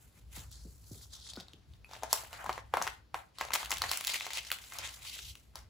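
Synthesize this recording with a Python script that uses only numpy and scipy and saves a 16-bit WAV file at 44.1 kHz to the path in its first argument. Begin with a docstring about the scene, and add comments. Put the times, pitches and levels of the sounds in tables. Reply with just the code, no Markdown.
"""Wooden table in a quiet room: hands smooth, lift and turn the thin pages of a book.
Fingers rub the paper (banded noise), the lifted sheet flutters (duller noise) and crinkles (short rings).
Creases snap or fingernails tap with a tick and a short pop, wrists bump the table (thuds falling in pitch);
something hard clinks once (decaying modes); a low rumble of the house lies below (noise near 60 Hz).
Two close microphone ports hear it."""
import sys
import numpy as np
from scipy import signal
from scipy.fft import rfft, irfft, next_fast_len
from scipy.io import wavfile
from scipy.ndimage import uniform_filter1d

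SR = 44100
rng = np.random.default_rng(int(sys.argv[2]) if len(sys.argv) > 2 else 0)


def waveform_to_disk(signal):
    """Save audio, clipped to [-1, 1], as 16-bit WAV at the path in sys.argv[1]."""
    frames = np.transpose(np.atleast_2d(signal))
    scaled = np.clip(frames, -1, 1) * 32767
    samples = np.round(scaled).astype(np.int16)
    wavfile.write(sys.argv[1], SR, samples)


N = 250929

# rustles of hand-moved paper: peak_s, rise_s and fall_s (over 20 dB),
# rubbing_db, sizzle_db, flutter_db (of the lifted sheet)
RUSTLES = [(0.01, .05, .3, -73, -65, -73), (0.175, .04, .07, -66, -65, -72),
           (0.33, .02, .15, -60, -56, -79), (0.367, .05, .11, -50, -50, -57), (.44, .1, .04, -63, -61, -65),
           (0.529, .04, .26, -55.5, -66, -72), (.7, .4, .4, -78, -66, -90), (0.95, .25, .2, -62, -58, -76),
           (1.04, .2, .05, -56, -61, -75), (1.135, .035, .17, -51, -61, -66),
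           (1.295, .14, .07, -48, -66, -67), (1.39, .04, .08, -56, -72, -58), (1.5, .1, .25, -72, -84, -72),
           (1.754, .15, .1, -74, -84, -78), (1.86, .02, .15, -76, -73, -74),
           (1.94, .08, .2, -57.5, -64, -57), (2.041, .04, .15, -56, -70, -53),
           (2.11, .03, .2, -49, -54, -60), (2.14, .03, .16, -45, -44, -48), (2.22, .15, .05, -60, -60, -52),
           (2.337, .04, .2, -54, -63, -49), (2.41, .1, .1, -62, -62, -49), (2.5, .15, .15, -56, -62, -53),
           (2.59, .2, .05, -56, -69, -64), (2.752, .025, .15, -54.5, -62, -45),
           (2.85, .09, .1, -46, -51, -50), (3.155, .015, .1, -56, -57, -50),
           (3.365, .03, .1, -62, -80, -85), (3.408, .03, .1, -45, -57, -48),
           (3.545, .02, .05, -36, -46, -43), (3.6, .06, .2, -46, -51, -49),
           (3.722, .04, .11, -43, -50, -49), (3.831, .04, .2, -47, -53, -47),
           (3.927, .07, .15, -39, -42, -48), (4.075, .02, .06, -40, -45, -52),
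           (4.095, .03, .12, -36, -46, -48), (4.155, .08, .06, -39, -44, -50),
           (4.22, .06, .2, -43, -54, -54), (4.34, .1, .15, -44, -54, -56), (4.39, .1, .05, -40, -54, -57),
           (4.48, .1, .05, -50, -58, -62), (4.525, .015, .07, -46, -50, -55), (4.62, .2, .3, -56, -56, -65),
           (4.75, .1, .2, -54, -55, -55), (4.849, .1, .1, -39, -53, -50), (4.95, .3, .3, -62, -57, -64),
           (5.059, .06, .2, -47, -52, -65), (5.16, .25, .15, -48, -55, -72),
           (5.31, .5, .025, -49, -53, -74), (5.37, .1, .25, -71, -68, -85),
           (5.568, .02, .09, -58, -63, -54)]


def amp(db):
    """dB to gain."""
    return 10 ** (np.asarray(db) / 20)


def rms_one(x):
    """Scale to rms 1."""
    return x / np.sqrt(np.mean(x ** 2) + 1e-20)


def in_time(curve):
    """Read a (time in s, value) curve at every sample."""
    s, values = np.transpose(curve)
    return np.interp(np.arange(N) / SR, s, values)


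def at_hz(points, hz):
    """Read a spectrum on a log frequency axis."""
    p = np.array(points)
    return np.interp(np.log(hz + 1), np.log(p[:, 0] + 1), p[:, 1])


def drift(corner_hz):
    """Slow random curve of spread 1: noise through two equal one-pole low-passes."""
    step = 40   # samples between drawn points
    r = np.exp(-2 * np.pi * corner_hz * step / SR)
    white = rng.standard_normal(N // step + 2002)
    slow = signal.lfilter([1], [1, -2 * r, r * r], white)[2000:]   # drop the run-in
    return np.interp(np.arange(N) / step, np.arange(len(slow)), rms_one(slow))


def coloured(x, spectrum):
    """Give white signals a spectrum; rms 1."""
    size = next_fast_len(N)
    gain = amp(at_hz(spectrum, np.fft.rfftfreq(size, 1 / SR)))
    return rms_one(irfft(rfft(x, size) * gain, size)[..., :N])


def wide_noise(spectrum):
    """Stereo noise whose two sides agree less or more by band; rms 1."""
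    # left-right correlation: freq_hz, likeness (0 to 1)
    likeness = [(30, .85), (60, 1), (300, 0.3), (1400, 0.4), (5000, 0.47), (12000, 1)]
    size = next_fast_len(N)
    alike = np.clip(at_hz(likeness, np.fft.rfftfreq(size, 1 / SR)), 0, 1)
    mid, side = rfft(rng.standard_normal((2, size)))
    pair = irfft(np.sqrt(1 + alike) * mid + np.sqrt(1 - alike) * side * [[1], [-1]], size)
    return coloured(pair[:, :N], spectrum)


def ring(clicks, hz, cycles):
    """A click sets a sine of height 1 ringing that falls 60 dB in so many cycles."""
    r = amp(-60 * hz / (cycles * SR))
    w = 2 * np.pi * hz / SR
    return signal.lfilter([0, np.sin(w)], [1, -2 * r * np.cos(w), r * r], clicks + 1e-18)


def hush():
    """Steady faint noise of the quiet room."""
    # freq_hz, level_db (per Hz, relative)
    hush_spectrum = [(60, -21.5), (120, -0.5), (200, 2.5), (400, -4.5), (800, -10.5), (2000, -18),
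                     (4500, -15.5), (8000, -29), (13000, -28), (16500, -35)]
    level_db = -70
    return amp(level_db) * wide_noise(hush_spectrum)


def house_rumble():
    """Low noise of the house, narrow around 60 Hz, at a drawn level."""
    # start_s, level_db
    level_curve = [(0.0, -62), (0.06, -56), (0.11, -67), (0.28, -51), (1.66, -62), (1.7, -52), (1.92, -60),
                   (2.84, -55), (3.1, -66), (3.15, -56), (3.31, -70), (3.49, -58), (3.6, -70), (3.66, -56),
                   (3.88, -50), (3.93, -66), (4.72, -63), (4.86, -53), (4.93, -64), (5.03, -58), (5.2, -66),
                   (5.24, -55), (5.33, -51), (5.36, -66), (5.67, -57), (5.69, -66)]
    # freq_hz, level_db (per Hz, relative)
    rumble_spectrum = [(15, -52), (30, -19.5), (45, -11.5), (59, 5.5), (72, -4.5), (110, -6.5), (160, -17),
                       (300, -53)]
    return amp(in_time(level_curve)) * wide_noise(rumble_spectrum)


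def room(x):
    """Eight feedback delays a side, duller on every round."""
    bass_t60_s, wall_cut_hz, level_db = .3, 13000, -17
    out = np.zeros((2, N))
    dull = np.exp(-2 * np.pi * wall_cut_hz / SR)
    lags = (rng.uniform(.007, 0.027, 16) * SR).astype(int)
    for k, lag in enumerate(lags):
        loop, state = x.copy(), [0.]
        gain = amp(-60 * lag / SR / bass_t60_s)
        for i in range(lag, N, lag):
            back, state = signal.lfilter([gain * (1 - dull)], [1, -dull], loop[i - lag:i], zi=state)
            loop[i:i + lag] += back[:N - i]
        echoes = loop - x
        out[k % 2] += echoes * (-1) ** (k // 2)
    return amp(level_db) * out


def clink():
    """One light touch of something small and hard sets a few clear modes going."""
    # freq_hz, level_db (under the touch), t60_s
    clink_modes = [(1400, -20, .012), (2500, -2, .03), (2570, -7, .05), (4500, -10, .016),
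                   (11230, -5, .025)]
    start_s, touch_db, touch_cut_hz = 1.8455, -44, 5000
    touch = np.zeros(N)
    touch[round(start_s * SR)] = amp(touch_db)
    touch = signal.lfilter(*signal.butter(1, touch_cut_hz, fs=SR), touch)
    return sum(amp(db) * ring(touch, hz, hz * t60_s) for hz, db, t60_s in clink_modes)


def bumps():
    """Soft flesh on wood: bending waves arrive high ones first, so the thud falls; the page block shuffles."""
    # wrists and fingertips on the table: start_s, level_db, first_hz, last_hz, t60_s
    table_bumps = [(.17, -58, 300, 150, .2), (0.374, -46.5, 497, 126, 0.22), (0.651, -42, 380, 170, 0.1),
                   (0.912, -40, 590, 95, 0.21), (0.949, -53, 706, 300, .03), (1.373, -38, 500, 184, 0.09),
                   (1.536, -47, 464, 198, 0.034), (2.47, -52, 350, 190, .2), (2.8, -50, 350, 180, .2),
                   (5.186, -61, 610, 400, 0.089)]
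    shuffle_spectrum = [(60, -30), (130, 4), (400, -0.5), (700, -16.5), (2000, -55)]   # Hz, dB per Hz
    glide_s, attack_s, shuffle_db, shuffle_t60_s = 0.00413, .0026, -13, 0.24
    out, t = np.zeros(N), np.arange(N) / SR
    shuffle = coloured(rng.standard_normal(N), shuffle_spectrum)
    for start_s, level_db, first_hz, last_hz, t60_s in table_bumps:
        age = np.clip(t - start_s, 0, None)
        hz = last_hz + (first_hz - last_hz) * np.exp(-age / glide_s)
        phase = 2 * np.pi * np.cumsum(hz * (age > 0)) / SR
        thud = amp(-60 * age / t60_s) * np.sin(phase)
        pages = amp(shuffle_db - 60 * age / shuffle_t60_s) * shuffle
        out += amp(level_db) * (1 - np.exp(-age / attack_s)) * (thud + pages)
    return out


def sheet_ring(x):
    """Whatever shakes the lifted sheet rings on faintly and briefly in its modes."""
    # freq_hz, level_db (relative, before the hz / SR factor), t60_s
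    sheet_modes = [(790, -22, .05), (915, -18, .06), (1082, -18, .06), (1380, -24, .04), (1670, -24, .03),
                   (2150, -20, .04), (4600, -24, .02)]
    return sum(amp(db) * hz / SR * ring(x, hz, hz * t60_s) for hz, db, t60_s in sheet_modes)


def snaps_and_taps():
    """A crease snaps or a fingernail taps: treble tick first, then a short pop; one tick rings long."""
    # start_s, pop_hz, pop_db, tick_hz, tick_db, tick_ring_cycles, sizzle_db
    ticks_and_pops = [(0.364, 1040, -53, 2420, -46, 5.5, -35), (0.5146, 1360, -61, 5840, -50.5, 3.8, -45),
                      (1.334, 597, -51, 4400, -42, 15, -64), (1.3564, 620, -55, 3560, -47, 15, -58),
                      (1.3623, 860, -55, 4400, -43, 14, -61), (1.3719, 570, -42, 1450, -51, 150, -64),
                      (1.3998, 765, -50, 4010, -42, 15, -59), (1.4049, 690, -49, 3880, -44, 9.3, -62),
                      (1.4086, 595, -48, 3920, -47, 9.3, -60), (1.4826, 980, -56, 3900, -48.5, 15, -71),
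                      (1.5332, 1730, -69, 3210, -47, 7, -76), (1.7355, 950, -67, 3810, -56.5, 15, -79),
                      (1.8918, 670, -50, 4570, -60, 7.4, -69), (1.9119, 775, -44.5, 2150, -50, 4.4, -62),
                      (1.9334, 970, -40, 4530, -43, 15, -70), (1.9642, 660, -42, 3260, -47.5, 6.3, -55),
                      (2.0245, 830, -37, 2760, -53, 5, -73), (2.0334, 740, -24, 5550, -34.5, 5.9, -75),
                      (2.1286, 925, -19.5, 6440, -14.5, 2.6, -66),
                      (2.1318, 890, -35, 6780, -54.5, 5, -24.5), (2.235, 860, -40.5, 6270, -49, 5, -48),
                      (2.3292, 854, -41.5, 2390, -39.5, 3.5, -66), (2.4424, 820, -35, 6680, -47, 6.1, -61),
                      (2.4564, 930, -36, 6930, -68, 5, -64), (2.4614, 1030, -29.5, 6340, -45, 6.8, -47),
                      (2.4935, 1040, -19, 2270, -38.5, 1.7, -46),
                      (2.5276, 1680, -51, 4090, -39.5, 6.7, -55), (2.578, 1020, -28.5, 1860, -39.5, 8, -62),
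                      (2.7382, 886, -14.5, 2200, -35, 4.2, -55), (2.77, 1000, -16, 2180, -36.5, 2.3, -31),
                      (2.8156, 1100, -21, 2160, -37, 4.3, -54), (2.823, 1460, -30, 6660, -28.5, 8.8, -28.5),
                      (2.868, 1160, -26, 1920, -36, 3.8, -49), (2.8753, 1780, -30, 1840, -30, 6, -48.5),
                      (3.1434, 930, -22, 2450, -34, 5.2, -48), (3.3848, 1180, -41, 4670, -37, 4.1, -44),
                      (3.4106, 925, -22.5, 2100, -29.5, 4.5, -36), (3.45, 830, -34, 4100, -40, 3.4, -57),
                      (3.4854, 780, -40, 2390, -45, 5, -57), (3.5052, 1070, -30, 1900, -38, 4.4, -52),
                      (3.519, 1500, -36, 2200, -38, 5, -55), (3.5345, 2000, -30, 3500, -24, 2, -30),
                      (3.5385, 2150, -28, 6560, -22, 2, -29), (3.5525, 1110, -28.5, 2760, -24, 1.7, -35),
                      (3.5575, 1010, -25, 2060, -27, 5, -56), (3.6294, 1020, -31, 2560, -38, 4.5, -46),
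                      (3.647, 1100, -48, 4000, -40, 4, -42), (3.6576, 1050, -44, 2750, -36, 3.1, -36),
                      (3.696, 1200, -52, 4500, -43, 2, -45), (3.7058, 1080, -32, 6700, -28.5, 7.4, -41),
                      (3.712, 1000, -32, 4500, -40, 4, -50), (3.716, 1460, -33, 1950, -25, 2.5, -23),
                      (3.7252, 980, -27.5, 3060, -30, 3.3, -43), (3.738, 1100, -42, 6000, -32, 3, -38),
                      (3.76, 1800, -45, 2500, -38, 5, -55), (3.77, 1790, -54, 2970, -33.5, 2.6, -43),
                      (3.782, 1700, -48, 3040, -36, 3.5, -31), (3.8185, 1170, -25, 3900, -23, 4.4, -36),
                      (3.8385, 1010, -28.5, 1940, -30, 9.7, -47), (3.8928, 1160, -44, 4600, -31, 15, -43),
                      (3.909, 1800, -42, 2500, -35, 4, -50), (3.914, 950, -26, 4100, -24.5, 2.7, -21),
                      (3.9327, 1120, -48, 2940, -30, 4.1, -32), (3.9728, 1440, -39, 6600, -28.5, 3.3, -31),
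                      (4.0088, 1770, -47, 2280, -35, 3.4, -29), (4.0405, 1250, -62, 2590, -37, 6.4, -30),
                      (4.0476, 780, -63, 3040, -33.5, 5.5, -27),
                      (4.0703, 1750, -38, 3680, -27.5, 4.2, -19.5), (4.077, 1800, -46, 2730, -29, 6, -38),
                      (4.094, 1000, -40, 2500, -33, 5, -38), (4.137, 1500, -48, 7000, -31, 6, -36),
                      (4.1418, 1770, -55, 2150, -28, 8.9, -27), (4.199, 1500, -50, 3500, -36, 3, -45),
                      (4.2078, 1100, -38, 2400, -30, 5, -46), (4.2654, 860, -35, 2130, -36, 2.9, -50),
                      (4.3048, 1200, -38, 1950, -36, 3.1, -54), (4.3329, 1820, -45, 4180, -32, 3.1, -53),
                      (4.3719, 790, -40.5, 2830, -32.5, 5, -31), (4.449, 1790, -47, 4900, -43, 5, -54),
                      (4.5027, 1860, -43, 2250, -36, 3.3, -36), (4.5155, 1490, -27, 2900, -25, 7, -18),
                      (4.525, 1200, -40, 3500, -35, 3, -35), (4.586, 1800, -55, 2700, -44, 8, -65),
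                      (4.639, 1500, -50, 2800, -45, 4, -65), (4.7216, 1180, -44, 2130, -42, 4.5, -56),
                      (4.7354, 590, -59, 6420, -41, 4, -47), (4.7546, 1100, -42, 2370, -49, 5, -53),
                      (4.7856, 855, -46, 5240, -31.5, 4.2, -38), (4.7913, 990, -39, 2770, -50, 5, -50),
                      (5.05, 1100, -50, 2600, -44, 5, -55), (5.1895, 1540, -44, 2850, -40.5, 11, -54),
                      (5.3529, 1490, -58, 2270, -44.5, 2.1, -46), (5.5555, 963, -39, 4530, -37.5, 3.1, -40),
                      (5.589, 970, -57, 5300, -48.5, 8.5, -64)]
    pan_mean_db, pan_spread_db = 0.2, 1.5   # left over right
    tick_foot = .55   # a tick has little below this share of its pitch
    length = 2000   # samples
    out, t = np.zeros((2, N + length)), np.arange(length) / SR
    chance = rng.standard_normal((len(ticks_and_pops), 3, length))
    high = signal.butter(4, 7000, "high", fs=SR, output="sos")
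    swell = (t / .0016) ** 2 * np.exp(-2 * t / 0.00089)
    tail = np.exp(-t / 0.0013) + amp(-18) * np.exp(-t / 0.0071)
    burst = np.minimum(t / 0.00072, 1) ** 2 * tail
    for row, noise in zip(ticks_and_pops, chance):
        start_s, pop_hz, pop_db, tick_hz, tick_db, cycles, sizzle_db = row
        pop = swell * np.sin(2 * np.pi * pop_hz * t) / swell.max()
        flap = ring(noise[0] * np.exp(-t / 0.01), pop_hz, 1.43) * amp(-14.5)
        tick = ring(np.diff(noise[1], prepend=0) * burst, tick_hz, max(cycles, 1))
        tick = signal.lfilter(*signal.butter(1, tick_foot * tick_hz, "high", fs=SR), tick)
        tick = tick / np.sqrt(uniform_filter1d(tick ** 2, size=53).max())   # loudest 1.2 ms to rms 1
        sizzle = rms_one(signal.sosfilt(high, noise[2])) * burst
        event = amp(pop_db) * (pop + flap) + amp(tick_db) * tick + amp(sizzle_db) * sizzle
        at = round(start_s * SR)
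        pan_db = pan_mean_db + pan_spread_db * noise[0, -1]
        out[:, at:at + length] += event * amp([[pan_db / 2], [-pan_db / 2]])
    # so small a source moves too little air to make bass
    return signal.sosfilt(signal.butter(2, 520, "high", fs=SR, output="sos"), out[:, :N])


def crinkles(per_s, spread_db, cycles):
    """Tiny creases flip at random, in clumps, each ringing a few cycles at one of 14 pitches."""
    sizes = amp(spread_db * np.minimum(rng.exponential(1, N), 4)) * rng.choice([-1, 1], N)
    born = rng.random(N) < per_s * amp(5.0 * drift(15)) / SR
    pitches_hz, dealt = np.geomspace(1200, 13000, 14), rng.integers(0, 14, N)
    return sum(ring(sizes * born * (dealt == k), hz, cycles) for k, hz in enumerate(pitches_hz))


def swish(centre_hz):
    """Friction noise in third-octave bands, loudest near the moving centre; rms about 1."""
    below_db, above_db = 40, 5   # fall per octave under and over the centre
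    flicker_db = 2.2   # of each band
    out, power = 0, 0
    edges_hz = 800 * 2 ** (np.arange(12) / 3)
    white = [wide_noise([(20, 0), (20000, 0)]) for _ in range(2)]   # neighbouring bands take turns
    for k, (low, high) in enumerate(zip(edges_hz, edges_hz[1:])):
        octaves = np.log2(np.sqrt(low * high) / centre_hz)
        slope_db = np.where(octaves < 0, below_db, -above_db) * octaves
        gain = amp(slope_db + flicker_db * drift(11)) * np.sqrt(high - low)
        band = signal.butter(3, [low, high], "band", fs=SR, output="sos")
        out = out + gain * rms_one(signal.sosfilt(band, white[k % 2]))
        power = power + gain ** 2
    return out / np.sqrt(uniform_filter1d(power, size=4000))


def rustling(levels_db):
    """Each rustle climbs to its peak and dies away evenly in dB; their powers add."""
    t = np.arange(0, N + 64, 64) / SR
    peak_s, rise_s, fall_s = np.transpose(RUSTLES)[:3, :, None]
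    shape_db = -20 * np.where(t < peak_s, (peak_s - t) / rise_s, (t - peak_s) / fall_s)
    power = np.sum(amp(levels_db[:, None] + shape_db) ** 2, axis=0)
    return np.interp(np.arange(N) / SR, t, 10 * np.log10(power + 1e-12))


def handling():
    """Swish, sizzle, the duller flutter of the sheet and its crinkles follow the hands."""
    # swish centre, higher for a fingertip on flat paper: start_s, centre_hz
    swish_centre = [(0, 2000), (.37, 2200), (.52, 3800), (.75, 4900), (.95, 3950), (1.35, 3400),
                    (1.6, 2500), (2.15, 2400), (2.3, 2000), (3.55, 1900), (3.93, 2280), (4.6, 2350),
                    (4.85, 1950), (5.05, 2380), (5.32, 2700), (5.45, 2000), (5.69, 2200)]
    # freq_hz, level_db (per Hz, relative)
    sizzle_spectrum = [(4000, -33), (6000, -3.5), (7500, 2), (11000, -0.5), (15000, -0.5), (16000, -20)]
    # freq_hz, level_db (per Hz, relative)
    flutter_spectrum = [(150, -55), (250, -19), (433, -19), (520, -10), (772, -5.5), (1470, -3),
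                        (2500, -12.5), (3250, -70), (5500, -120)]
    crinkle_db = -3   # against the hands' level
    rub_db, sizzle_db, flutter_db = [rustling(levels_db) for levels_db in np.transpose(RUSTLES)[3:]]
    grain = amp(2.2 * drift(73))   # skin grips the fibres unevenly
    rub = amp(rub_db) * swish(in_time(swish_centre))
    sizzle = amp(sizzle_db) * wide_noise(sizzle_spectrum)
    flutter = wide_noise(flutter_spectrum) * amp(flutter_db + 2.03 * drift(29.6))
    lifted_db = np.minimum(rub_db, flutter_db + 8.0)   # paper pressed flat does not crinkle
    creases = amp(lifted_db + crinkle_db) * crinkles(per_s=160, spread_db=6.0, cycles=9.0)
    return grain * (rub + sizzle) + flutter, creases


def scene():
    """Paper, table and house together."""
    hiss, creases = handling()
    near = snaps_and_taps() + creases
    near = near + sheet_ring(near + hiss) + clink()
    echoes = room(near.mean(axis=0))
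    return hush() + house_rumble() + echoes + bumps() + near + hiss


def record(dry):
    """The two ports differ in level; in the treble the two sides also drift apart in phase; the top is cut."""
    # freq_hz, left_lead_rad
    treble_phase = [(0, 0), (6900, 0), (17000, -15.1)]
    # freq_hz, left_over_right_db
    port_balance = [(60, 1.3), (5000, 1.7), (9000, 0)]
    cutoff_hz = 17100
    size = next_fast_len(N + 4096)
    hz = np.fft.rfftfreq(size, 1 / SR)
    lead_rad = np.interp(hz, *np.transpose(treble_phase))
    left = amp(at_hz(port_balance, hz) / 2) * np.exp(.5j * lead_rad)   # half the difference a side
    ports = irfft(rfft(dry, size) * [left, 1 / left], size)[:, :N]
    return signal.sosfilt(signal.cheby2(12, 70, cutoff_hz, fs=SR, output="sos"), ports)


dry = scene()
out = record(dry)
waveform_to_disk(out)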